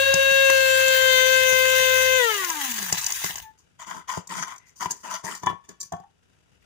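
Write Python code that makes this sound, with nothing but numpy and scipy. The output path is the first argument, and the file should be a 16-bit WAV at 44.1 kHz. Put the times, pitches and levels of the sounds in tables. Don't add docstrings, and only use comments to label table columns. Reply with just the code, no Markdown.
import sys
import numpy as np
from scipy import signal
from scipy.fft import rfft, irfft, next_fast_len
from scipy.io import wavfile
from scipy.ndimage import uniform_filter1d, map_coordinates

SR = 44100
rng = np.random.default_rng(int(sys.argv[2]) if len(sys.argv) > 2 else 0)


def dump(signal):
    limited = np.clip(np.atleast_2d(signal).T, -1, 1)
    pcm = np.round(limited * 32767).astype(np.int16)
    wavfile.write(sys.argv[1], SR, pcm)


def voltage_ratio(decibels):
    exponent = np.asarray(decibels, float) / 20
    return 10 ** exponent


N = 293265

# (time [s], speed [turns/s])
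SPEED = [(0, 543.5), (.12, 543.5), (.2, 541.3), (.43, 540.5), (.68, 527), (.88, 526.8), (1.08, 521),
         (1.17, 515), (1.32, 520.5), (1.52, 516), (1.75, 518.6), (1.95, 516), (2.04, 517.6), (2.175, 516.5)]
LOAD_SPEEDS = [517, 527, 541]
# (multiple [1], left level at heavy, middle and
# light load [dB] x 3, right level at the same loads [dB] x 3, phase lead of the left port [rad])
SHAFT_ORDERS = [(1, -19.5, -20, -19, -31, -25.5, -21, 1.83),
                (1.999, -32.5, -38, -32.5, -41.5, -60.5, -46.5, -0.25),
                (3.002, -20.5, -19.5, -19, -33, -35.5, -28, 0),
                (4, -22, -30.5, -32.5, -45, -42.5, -43.5, -0.11),
                (5, -28, -26.5, -20, -31.5, -29.5, -32, -.23),
                (6, -30.5, -29.5, -32.5, -36.5, -43.5, -41.5, -0.04),
                (7, -31.5, -40.5, -28, -40.5, -40, -33, 0.84), (8, -41, -27.5, -31.5, -51.5, -46, -51, 1.5),
                (9, -45, -42, -59, -45.5, -41.5, -42, 1.77), (10, -53.5, -44, -59, -46.5, -50, -50, 1.4),
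                (13, -44.5, -46.5, -39, -53.5, -47.5, -44, 1),
                (11, -49.5, -42.5, -36.5, -48, -45, -49, 0.65),
                (12, -32.5, -39, -38.5, -58, -52.5, -51.5, 0.64),
                (14, -40.5, -36.5, -43.5, -51.5, -49, -61, -0.77)]
# (time [s], level [dB])
DRIVE = [(.15, -3.5), (.5, 1), (2.25, -.5), (2.4, -9.5), (2.7, -8.5), (2.95, -18), (3.06, -36),
         (3.12, -65.5)]
# (frequency [Hz], level [dB])
HOUSING = [(120, -4.5), (200, -5.5), (310, -11), (420, -1.5), (520, 4), (700, -12), (870, 6), (1000, 7.5),
           (1150, 0), (1340, -0.5), (1460, -4), (1600, 2), (1850, 0.5), (2100, 2), (2350, -2.5), (2600, -1),
           (2950, 5), (3500, -0.5), (8000, -28.5)]
OFF_S, DRAG_PER_S, FRICTION_HZ_PER_S = 2.175, .92, 175
FULL_LOAD_HZ, LOW_ORDERS = 517, 7
BEAT_HZ, BEAT_DIP_S, BEAT_SHARE, BEAT_ENDS_S = 10.3, .05, .55, .3
MOMENT_S, MOMENT_WIDTH_S, MOMENT_DB = 1.15, 0.19, {5: -6, 6: 4.5, 7: 8.5, 8: 10, 9: 8}
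FADE_DB_PER_S, TOP_FADE_DB_PER_S = .4, 8
OVERTONE_FADE_DB_PER_S, BLUR_DB_PER_S2 = 8, 36
STOPPED_S = 3.2

# (time [s], hiss [dB], thrum [dB])
SWIRL = [(.33, -28.5, -62), (.56, -24, -61), (2.05, -23, -55.5), (2.47, -26.5, -78), (2.8, -24.5, -63),
         (3.15, -30.5, -69), (3.25, -24, -62), (3.36, -34.5, -53), (3.43, -42, -57.5), (3.56, -87, -81)]
# (frequency [Hz], level [dB])
ROAR = [(40, -26.5), (100, -24.5), (240, -24.5), (380, -22), (480, -0.5), (580, -3), (670, -38), (780, -31),
        (930, -6.5), (1300, -20.5), (1800, -15), (3000, 3), (4200, -1.5), (6000, -22), (9000, -38)]
# (frequency [Hz], level [dB])
HISS = [(150, -39.5), (400, -23.5), (640, -23), (770, -26), (900, -10), (1250, -10), (1500, -6), (1850, -2),
        (2240, -5), (3000, -3), (4320, -5), (5300, -7), (6450, -2), (7960, -8), (10500, -8.5),
        (12800, -10.5), (14200, -4), (15000, 0), (16500, 1)]
# (frequency [Hz], level [dB])
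THRUM = [(25, -14.5), (60, 0), (110, -1), (200, -17.5), (400, -63)]
ROAR_DB, ROAR_ENDS_S, ROAR_GROWS_DB, ROAR_FADE_DB_PER_S = -33, 2.6, 2, 21.5
FINE_FROM_S, FINE_BY_S, RIM_SONG_DB = 0.67, 1.3, -40

# (frequency [Hz], level [dB])
AIR_COLOUR = [(20, -23), (60, -2.5), (120, -4.5), (200, -11), (400, -14), (700, -21.5), (1150, -26),
              (1420, -18.5), (1700, -26), (2000, -26), (2900, -22), (4000, -28), (6500, -28.5),
              (9000, -33.5), (16000, -46.5)]
# (time [s], level [dB])
AIR_LEVEL = [(3.4, -63.5), (3.7, -64.5), (6.1, -66), (6.3, -65), (6.65, -62)]

# (centre [Hz], width [Hz], level [dB])
BASE = [(94, 46, -1), (180, 31, -1), (364, 170, -9), (800, 360, -10)]
# (centre [Hz], width [Hz], level [dB])
LID = [(650, 50, -11), (866, 25, -3), (935, 110, 1), (1062, 130, 2.5), (1118, 37, -1), (1340, 300, -7),
       (1620, 150, -11), (1860, 220, -10), (2400, 600, -17), (2990, 300, -13), (3470, 420, -17.5)]
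# (centre [Hz], width [Hz], level [dB])
RIM = [(4300, 900, -12), (5200, 480, -6.5), (6102, 180, 0), (6075, 268, 6), (7090, 367, 0),
       (8700, 1200, -10.5), (14900, 1100, -15.5)]
# (centre [Hz], width [Hz], level [dB])
WALL = [(860, 260, 1.5), (1150, 200, -2.5), (1700, 200, -6), (2080, 200, -6), (3000, 280, -1.5)]
# (time [s], base [dB], lid [dB], rim [dB])
LUMPS = [(.139, -23, -28.5, -13), (.31, -36, -32, -25.5), (.499, -42.5, -11.5, -17.5),
         (.88, -42, -22, -18.5), (1.526, -36.5, -20, -21.5), (1.797, -41, -28, -27),
         (2.342, -69.5, -23.5, -24.5), (2.446, -63.5, -25, -23), (2.5, -61.5, -22, -20),
         (2.786, -47, -21, -26), (2.826, -42, -25, -25), (2.925, -24.5, -19, -11.5), (3.012, -60, -30, -25),
         (3.042, -58, -38.5, -22.5), (3.064, -62, -35.5, -15.5), (3.102, -60, -32, -26),
         (3.121, -51.5, -26, -18.5), (3.243, -30, -19, -22), (3.296, -40, -38, -41),
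         (3.356, -48, -32.5, -27.5), (3.381, -54, -35, -30.5)]
# (time [s], base [dB], lid [dB], rim [dB])
LID_KNOCKS = [(4.174, -23.5, -29.5, -43), (4.273, -56, -46, -34), (4.481, -57, -33, -57),
              (4.561, -71, -38.5, -46), (4.58, -73, -56, -43.5), (4.826, -51, -17.5, -33),
              (4.858, -30.5, -16, -38), (4.908, -54, -35.5, -22), (4.916, -58, -42, -23),
              (5.059, -58.5, -32, -55), (5.24, -34, -32, -50), (5.35, -47.5, -38.5, -32),
              (5.434, -31, -24.5, -41), (5.461, -48.5, -25.5, -31), (5.47, -27, -10.5, -42.5),
              (5.5, -30, -32, -60), (5.53, -34, -40, -62), (5.64, -72, -46, -62), (5.69, -53, -38, -37.5),
              (5.74, -70, -42, -70), (5.803, -68, -40.5, -31.5), (5.811, -66.5, -64, -26.5),
              (5.829, -58.5, -39.5, -30.5)]
# (time [s], base [dB], lid [dB], rim [dB])
BUMPS = [(5.922, -34.5, -31, -37), (5.934, -29.5, -29, -59), (5.965, -45, -41, -56),
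         (5.999, -43.5, -46, -56), (6.036, -64, -50, -68)]
# (frequency [Hz], level relative to the hit [dB], decay [s])
LUMP_RING = [(375.7, -10.5, 0.027), (1100, -7.5, 0.029), (1390, -4, .015), (2050, -3.5, 0.022),
             (2950, -3, .015)]
# (frequency [Hz], level relative to the hit [dB], decay [s])
LID_RING = [(375, -14, .05), (800, -6.5, .05), (990, 1.5, 0.037), (1110, -19, .24), (1128, -21, .2),
            (1755, -18, .12), (2340, -21, .12), (2990, -24, .1), (3450, -20, .12), (6260, -5.5, .03),
            (7340, -0.5, .03)]
# (frequency [Hz], level relative to the hit [dB], decay [s])
BOWL_RING = [(706, 6.5, 0.13), (783, -3, 0.12), (900, -6, 0.056), (1120, -6, 0.11), (1330, -14, .05),
             (1530, -15, .08), (1760, -17, .08), (3360, -19, 0.073)]
LUMP_RISE_S, LID_RISE_S = .0006, .0016
LOOSE_S, HELD_T60_S = 5.33, 0.03
FREE_S, HOLLOW_LOSS_DB = 5.52, 18
LIFT_S, OPENING_PER_S = 5.95, 1.7

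SQUEAK_S, SQUEAK_LENGTH_S, SQUEAK_HZ, SQUEAK_SAG_HZ_PER_S, SQUEAK_DB = 3.405, 0.13, 886, 130, -42

# (start [s], length [s], scrape [dB], sizzle relative to scrape [dB], rumble relative to scrape [dB])
TURNS = [(3.572, 0.017, -66.5, 10.5, -12), (3.783, .045, -41, -6, -28), (3.857, 0.13, -39, -8, -12),
         (4.07, .107, -35.5, -4, -22), (4.283, .15, -34, -4.5, -10), (4.462, 0.066, -39.5, -9, -30),
         (4.65, 0.045, -65, 4, -22), (4.75, 0.035, -63.5, 11, -20), (4.791, 0.067, -31.5, -8, -19),
         (4.888, 0.029, -40, 0, -4.5), (4.947, 0.094, -64, 10.5, -12), (5.026, 0.07, -35.5, -11, -17),
         (5.093, 0.068, -32.5, -6, -24), (5.229, .094, -36, -3.5, -9.5), (5.321, .06, -51, 7, -19.5),
         (5.413, .025, -47.5, -4.5, 3), (5.45, 0.055, -41, -20, 3.5), (5.632, 0.018, -62.5, 0.5, -23),
         (5.678, .02, -54.5, 4, 7), (5.795, 0.035, -67.5, 26.5, -1), (5.914, 0.021, -56, 1, 3),
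         (6.005, 0.037, -71, -21, -8)]
GRIP_S, RELEASE_DB_PER_S, ARCH_DB = 0.017, 433, 1
# (start [s], length [s], level [dB], centre [Hz], width [Hz])
BRUSHES = [(4.55, .2, -63, 2050, 130), (6.52, .07, -73, 2780, 450), (6.61, .04, -67, 2400, 1200)]

# (frequency [Hz], difference [dB])
BALANCE = [(60, 4.5), (240, 3.5), (700, 3.5), (1200, 6.5), (2000, 11.5), (3700, -2), (6500, 6.5), (9000, 0),
           (15000, 1.5)]
# (frequency [Hz], share [0-1])
WET = [(100, .1), (900, .1), (3000, .09), (15000, .07)]
# (frequency [Hz], decay [s])
ROOM = [(150, 0.075), (1000, 0.25), (6000, 0.21), (15000, 0.02)]
# (frequency [Hz], share [0-1])
OWN = [(60, 0.7), (300, 0.7), (900, 0.3), (2000, 0.6), (5000, 0.9), (15000, 0.7)]
# (frequency [Hz], level [dB])
MIX_COLOUR = [(20, -6), (50, 0), (3900, 0), (4250, -5), (4600, 0), (11700, 0), (12300, -9), (12900, 0),
              (13400, 0), (13800, -10), (14200, 0), (15500, 0), (15900, -40)]
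LAG_S = 0.0010643


def unit(x):
    return x / np.sqrt(np.mean(x ** 2) + 1e-20)


def along(points, hz):
    f, v = np.transpose(points)
    return np.interp(np.log(hz + 1), np.log(f + 1), v)


def curves(rows):
    s, *cols = np.transpose(rows)
    return [np.interp(np.arange(N) / SR, s, c) for c in cols]


def wobble(rate, count=N):
    knots = rng.standard_normal(int(count * rate / SR) + 4)
    return map_coordinates(knots, [np.arange(count) * rate / SR])


def filtered(x, response):
    m = next_fast_len(N + SR // 2)
    return irfft(rfft(x, m) * response(np.fft.rfftfreq(m, 1 / SR)), m)[..., :N]


def rung(x, modes):
    def response(f):
        total = 0
        for k, (centre, width, db) in enumerate(modes):
            peak = 1j * f * width / (centre * centre - f * f + 1j * f * width)
            total = total + (-1) ** k * voltage_ratio(db) * peak
        return total
    return filtered(x, response)


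def gritty(grit_db, grit_rate):
    return rng.standard_normal((3, N)) * voltage_ratio(grit_db * wobble(grit_rate))


def noise(spectrum, grit_db, grit_rate):
    return unit(filtered(gritty(grit_db, grit_rate), lambda hz: voltage_ratio(along(spectrum, hz))))


def patchy(x, patchy_db):
    z = signal.stft(x, nperseg=512)[2]
    field = uniform_filter1d(rng.standard_normal(z.shape[1:]), size=4, axis=0)
    field = uniform_filter1d(field, size=10, axis=1)
    return unit(signal.istft(z * voltage_ratio(patchy_db * unit(field)), nperseg=512)[1][:, :N])


def whine():
    n = round(STOPPED_S * SR)
    t = np.arange(n) / SR
    coasting = np.clip(t - OFF_S, 0, 1)
    powered = np.clip((2.2 - t) / 0.0091, 0, 1)
    stall = FRICTION_HZ_PER_S / DRAG_PER_S
    speed = (curves(SPEED)[0][:n] + stall) * np.exp(-DRAG_PER_S * coasting) - stall
    turn = 2 * np.pi * np.cumsum(speed + .4 * wobble(40, n)) / SR
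    slow = np.minimum(speed, FULL_LOAD_HZ)
    drive_db = curves(DRIVE)[0][:n]
    moment = np.exp(-((t - MOMENT_S) / MOMENT_WIDTH_S) ** 2)
    second = BEAT_SHARE * np.clip(1 - (t / BEAT_ENDS_S) ** 2, 0, 1)

    hum_level = voltage_ratio(np.array([[-46], [-51]]) + 1.5 * wobble(7.3, n))
    out = hum_level * powered * np.sin(2 * np.pi * 100 * t - [[.65], [0]])
    for k, *levels, lead in SHAFT_ORDERS:
        overtone = k > 1
        slide_db = along(HOUSING, k * slow) - along(HOUSING, k * FULL_LOAD_HZ)
        slide_db += MOMENT_DB.get(k, 0) * moment
        slide_db -= (FADE_DB_PER_S * (k - 1) + TOP_FADE_DB_PER_S * max(k - LOW_ORDERS, 0) ** 2) * coasting
        slide_db -= overtone * (OVERTONE_FADE_DB_PER_S * coasting + BLUR_DB_PER_S2 * coasting ** 2)
        beat = 1 - second / max(k - 2, 1) * np.exp(-2j * np.pi * k * BEAT_HZ * (t - BEAT_DIP_S))
        flutter_db = (.4 + .22 * k) * wobble(14, n) + .15 * (k - 1) * wobble(3, n)
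        flutter_db += (1.5 + 2.5 * overtone + 2.5 * coasting) * (1 - powered) * wobble(45, n)
        throb = 1 + 0.05 * overtone * powered * np.sin(2 * np.pi * 100 * t)
        jitter = .002 * k * k + .025 * k + (1.5 * overtone + .15 * k) * coasting
        phase = rng.uniform(0, 2 * np.pi) + jitter * wobble(60, n) + np.angle(beat)
        for side in range(2):
            load_db = np.interp(speed, LOAD_SPEEDS, levels[3 * side:3 * side + 3])
            level = np.sqrt(2) * voltage_ratio(load_db + drive_db + slide_db + flutter_db)
            shift = (lead - 2 * np.pi * k * speed * LAG_S) * (1 - side)
            out[side] += level * throb * abs(beat) * np.sin(k * turn + phase + shift)
    return np.pad(out, [(0, 0), (0, N - n)])


def swirl():
    hiss_db, thrum_db = curves(SWIRL + [(SWIRL[-1][0] + 0.024, -120, -120)])
    t = np.arange(N) / SR
    blowing = np.clip((ROAR_ENDS_S - t) / 0.21, 0, 1)
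    fine = np.clip((t - FINE_FROM_S) / (FINE_BY_S - FINE_FROM_S), 0, 1)

    gusts_db = .6 * wobble(6) + 1.2 * wobble(25)
    roar_db = ROAR_DB + ROAR_GROWS_DB * fine - ROAR_FADE_DB_PER_S * np.clip(t - OFF_S, 0, 1) + gusts_db
    roar = voltage_ratio(roar_db) * blowing * patchy(noise(ROAR, grit_db=1.0, grit_rate=360), patchy_db=1.8)

    boosted_db = thrum_db + 2.4 * wobble(6.2) + 5.3 * (1 - blowing)
    thrum = voltage_ratio(boosted_db) * noise(THRUM, grit_db=4.0, grit_rate=17)

    lumps_db = (.8 + 1.2 * (1 - blowing)) * wobble(90) + .6 * wobble(9)
    song_db = RIM_SONG_DB + hiss_db - hiss_db.max() + lumps_db
    rim_song = voltage_ratio(song_db) * fine * unit(rung(gritty(grit_db=5.5, grit_rate=900), RIM[2:5]))
    hiss = voltage_ratio(hiss_db + lumps_db) * patchy(noise(HISS, grit_db=2.0, grit_rate=900), patchy_db=3)
    return roar + thrum + rim_song + hiss


def kitchen_air():
    level = voltage_ratio(curves(AIR_LEVEL)[0] + 0.91 * wobble(28))
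    return level * noise(AIR_COLOUR, grit_db=2.0, grit_rate=180)


def knocks():
    base, lid, rim, ring = np.zeros((4, N + SR))
    t = np.arange(SR // 3) / SR

    def press(rise_s):
        return (t / rise_s) ** 2 * np.exp(2 - 2 * t / rise_s)

    def steep(x):
        return filtered(x, lambda f: (1j * f / (85 + 1j * f)) ** 3)

    kinds = [(LUMPS, LUMP_RING), (LID_KNOCKS, LID_RING), (BUMPS, BOWL_RING)]
    contacts = [(*row, modes) for rows, modes in kinds for row in rows]
    for s, base_db, lid_db, rim_db, modes in contacts:
        start = round((s - .0015) * SR)
        at = slice(start, start + len(t))
        burst = np.sign(rng.standard_normal(len(t)))
        hollow_db = -HOLLOW_LOSS_DB * (s > FREE_S and modes is LID_RING)
        rise_s = LUMP_RISE_S if modes is LUMP_RING else LID_RISE_S
        base[at] += voltage_ratio(base_db + 21.0) * press(rise_s=0.00032)
        lid[at] += voltage_ratio(lid_db + 5.0 + hollow_db) * press(rise_s) * burst
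        rim[at] += voltage_ratio(rim_db + 10.5) * press(rise_s=0.0029) * burst
        for hz, db, t60 in modes:
            t60 = t60 if s > LOOSE_S else min(t60, HELD_T60_S)
            hz *= 1 + OPENING_PER_S * max(s - LIFT_S, 0) * (hz < 1000)
            ring_db = (rim_db if hz > 4000 else lid_db) + db
            ring_db += hollow_db * (600 < hz < 1100) + rng.normal(0, 2)
            decay = voltage_ratio(ring_db - 60 * t / max(t60, .005)) * (1 - np.exp(-t / 0.0011))
            ring[at] += decay * np.sin(2 * np.pi * hz * rng.normal(1, hz / 210000.0) * t)
    return steep(rung(base[:N], BASE)) + rung(lid[:N], LID) + rung(rim[:N], RIM) + ring[:N]


def rattle():
    rows = rng.random((130, 2))
    ticks = np.zeros(N)
    at = ((2.3 + 1.1 * rows[:, 0]) * SR).astype(int)
    ticks[at] = voltage_ratio(-12 + 5.5 * -np.log(1 - .95 * rows[:, 1]))
    bursts = signal.fftconvolve(ticks, np.hanning(60))[:N] * rng.standard_normal(N)
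    return voltage_ratio(-23.5) * rung(bursts, RIM) + voltage_ratio(-14) * rung(bursts, WALL)


def squeak():
    t = np.clip(np.arange(N) / SR - SQUEAK_S, 0, SQUEAK_LENGTH_S)
    turn = 2 * np.pi * (SQUEAK_HZ * t - SQUEAK_SAG_HZ_PER_S * t ** 2 / 2) + .5 * wobble(70)
    swell = np.sin(np.pi * t / SQUEAK_LENGTH_S) ** 2
    return voltage_ratio(SQUEAK_DB) * swell * (np.sin(turn) + voltage_ratio(-14) * np.sin(2 * turn))


def scrapes():
    t = np.arange(N) / SR
    scrape, sizzle, rumble = np.zeros((3, N))
    for s, length, db, sizzle_db, rumble_db in TURNS:
        at = slice(round(s * SR), round((s + length + .2) * SR))
        u = t[at] - s
        arch_db = ARCH_DB * np.sin(np.pi * np.clip(u / length, 0, 1))
        arch_db -= RELEASE_DB_PER_S * np.clip(u - length, 0, 1)
        stroke = np.clip(u / GRIP_S, 0, 1) ** 2 * voltage_ratio(db + arch_db)
        scrape[at] += stroke
        sizzle[at] += stroke * voltage_ratio(sizzle_db)
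        rumble[at] += stroke * voltage_ratio(rumble_db)

    def rub(modes, grit_db, shift_db):
        grit = gritty(grit_db, grit_rate=1500)
        total = 0
        for k, mode in enumerate(modes):
            gain = voltage_ratio(shift_db * (wobble(12) + .7 * wobble(60)))
            total = total + (-1) ** k * gain * rung(grit, [mode])
        return unit(total)

    catch = voltage_ratio(1.3 * wobble(80) + wobble(300))
    lid = scrape * catch * rub(LID, grit_db=4.5, shift_db=2.8)
    rim = sizzle * catch * rub(RIM, grit_db=4, shift_db=1.5)
    return lid + rim + rumble * rub(BASE[1:3], grit_db=-0.5, shift_db=1.5)


def brushes():
    t = np.arange(N) / SR
    total = 0
    for s, length, db, hz, width in BRUSHES:
        swell = np.sin(np.pi * np.clip((t - s) / length, 0, 1))
        rustle = unit(rung(gritty(grit_db=2.5, grit_rate=300), [(hz, width, 0)]))
        total = total + voltage_ratio(db) * swell * rustle
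    return total


def ports(steady, sharp):
    def share(points, f):
        return np.clip(along(points, f), 0, 1)

    hz, t, z = signal.stft(rng.standard_normal((2, SR // 3)), SR, nperseg=256)
    z = z * voltage_ratio(-60 * t / along(ROOM, hz)[:, None])
    tail = signal.istft(z / np.linalg.norm(z, axis=2, keepdims=True), SR, nperseg=256)[1]
    tail = tail / np.linalg.norm(tail, axis=1, keepdims=True)

    common = sharp + filtered(steady[0], lambda f: np.sqrt(1 - share(OWN, f)))
    lagged = filtered(common, lambda f: np.array([np.exp(-2j * np.pi * f * LAG_S), np.ones(len(f))]))
    direct = lagged + filtered(steady[1:], lambda f: np.sqrt(share(OWN, f)))
    echo = signal.fftconvolve(direct, tail, axes=1)[:, :N]
    both = filtered(direct, lambda f: np.sqrt(1 - share(WET, f)))
    both = both + filtered(echo, lambda f: np.sqrt(share(WET, f)))
    return filtered(both, lambda f: voltage_ratio(along(BALANCE, f) / 2 * np.array([[1], [-1]])))


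def scene():
    steady = swirl() + kitchen_air() + scrapes() + brushes()
    sharp = knocks() + rattle() + squeak()
    return whine() + ports(steady, sharp)


def top_cut(x):
    return signal.sosfilt(signal.butter(12, 16860, fs=SR, output="sos"), x)


def record(dry):
    mix = filtered(dry, lambda hz: voltage_ratio(along(MIX_COLOUR, hz)))
    return top_cut(mix)


dry = scene()
out = record(dry)
dump(out)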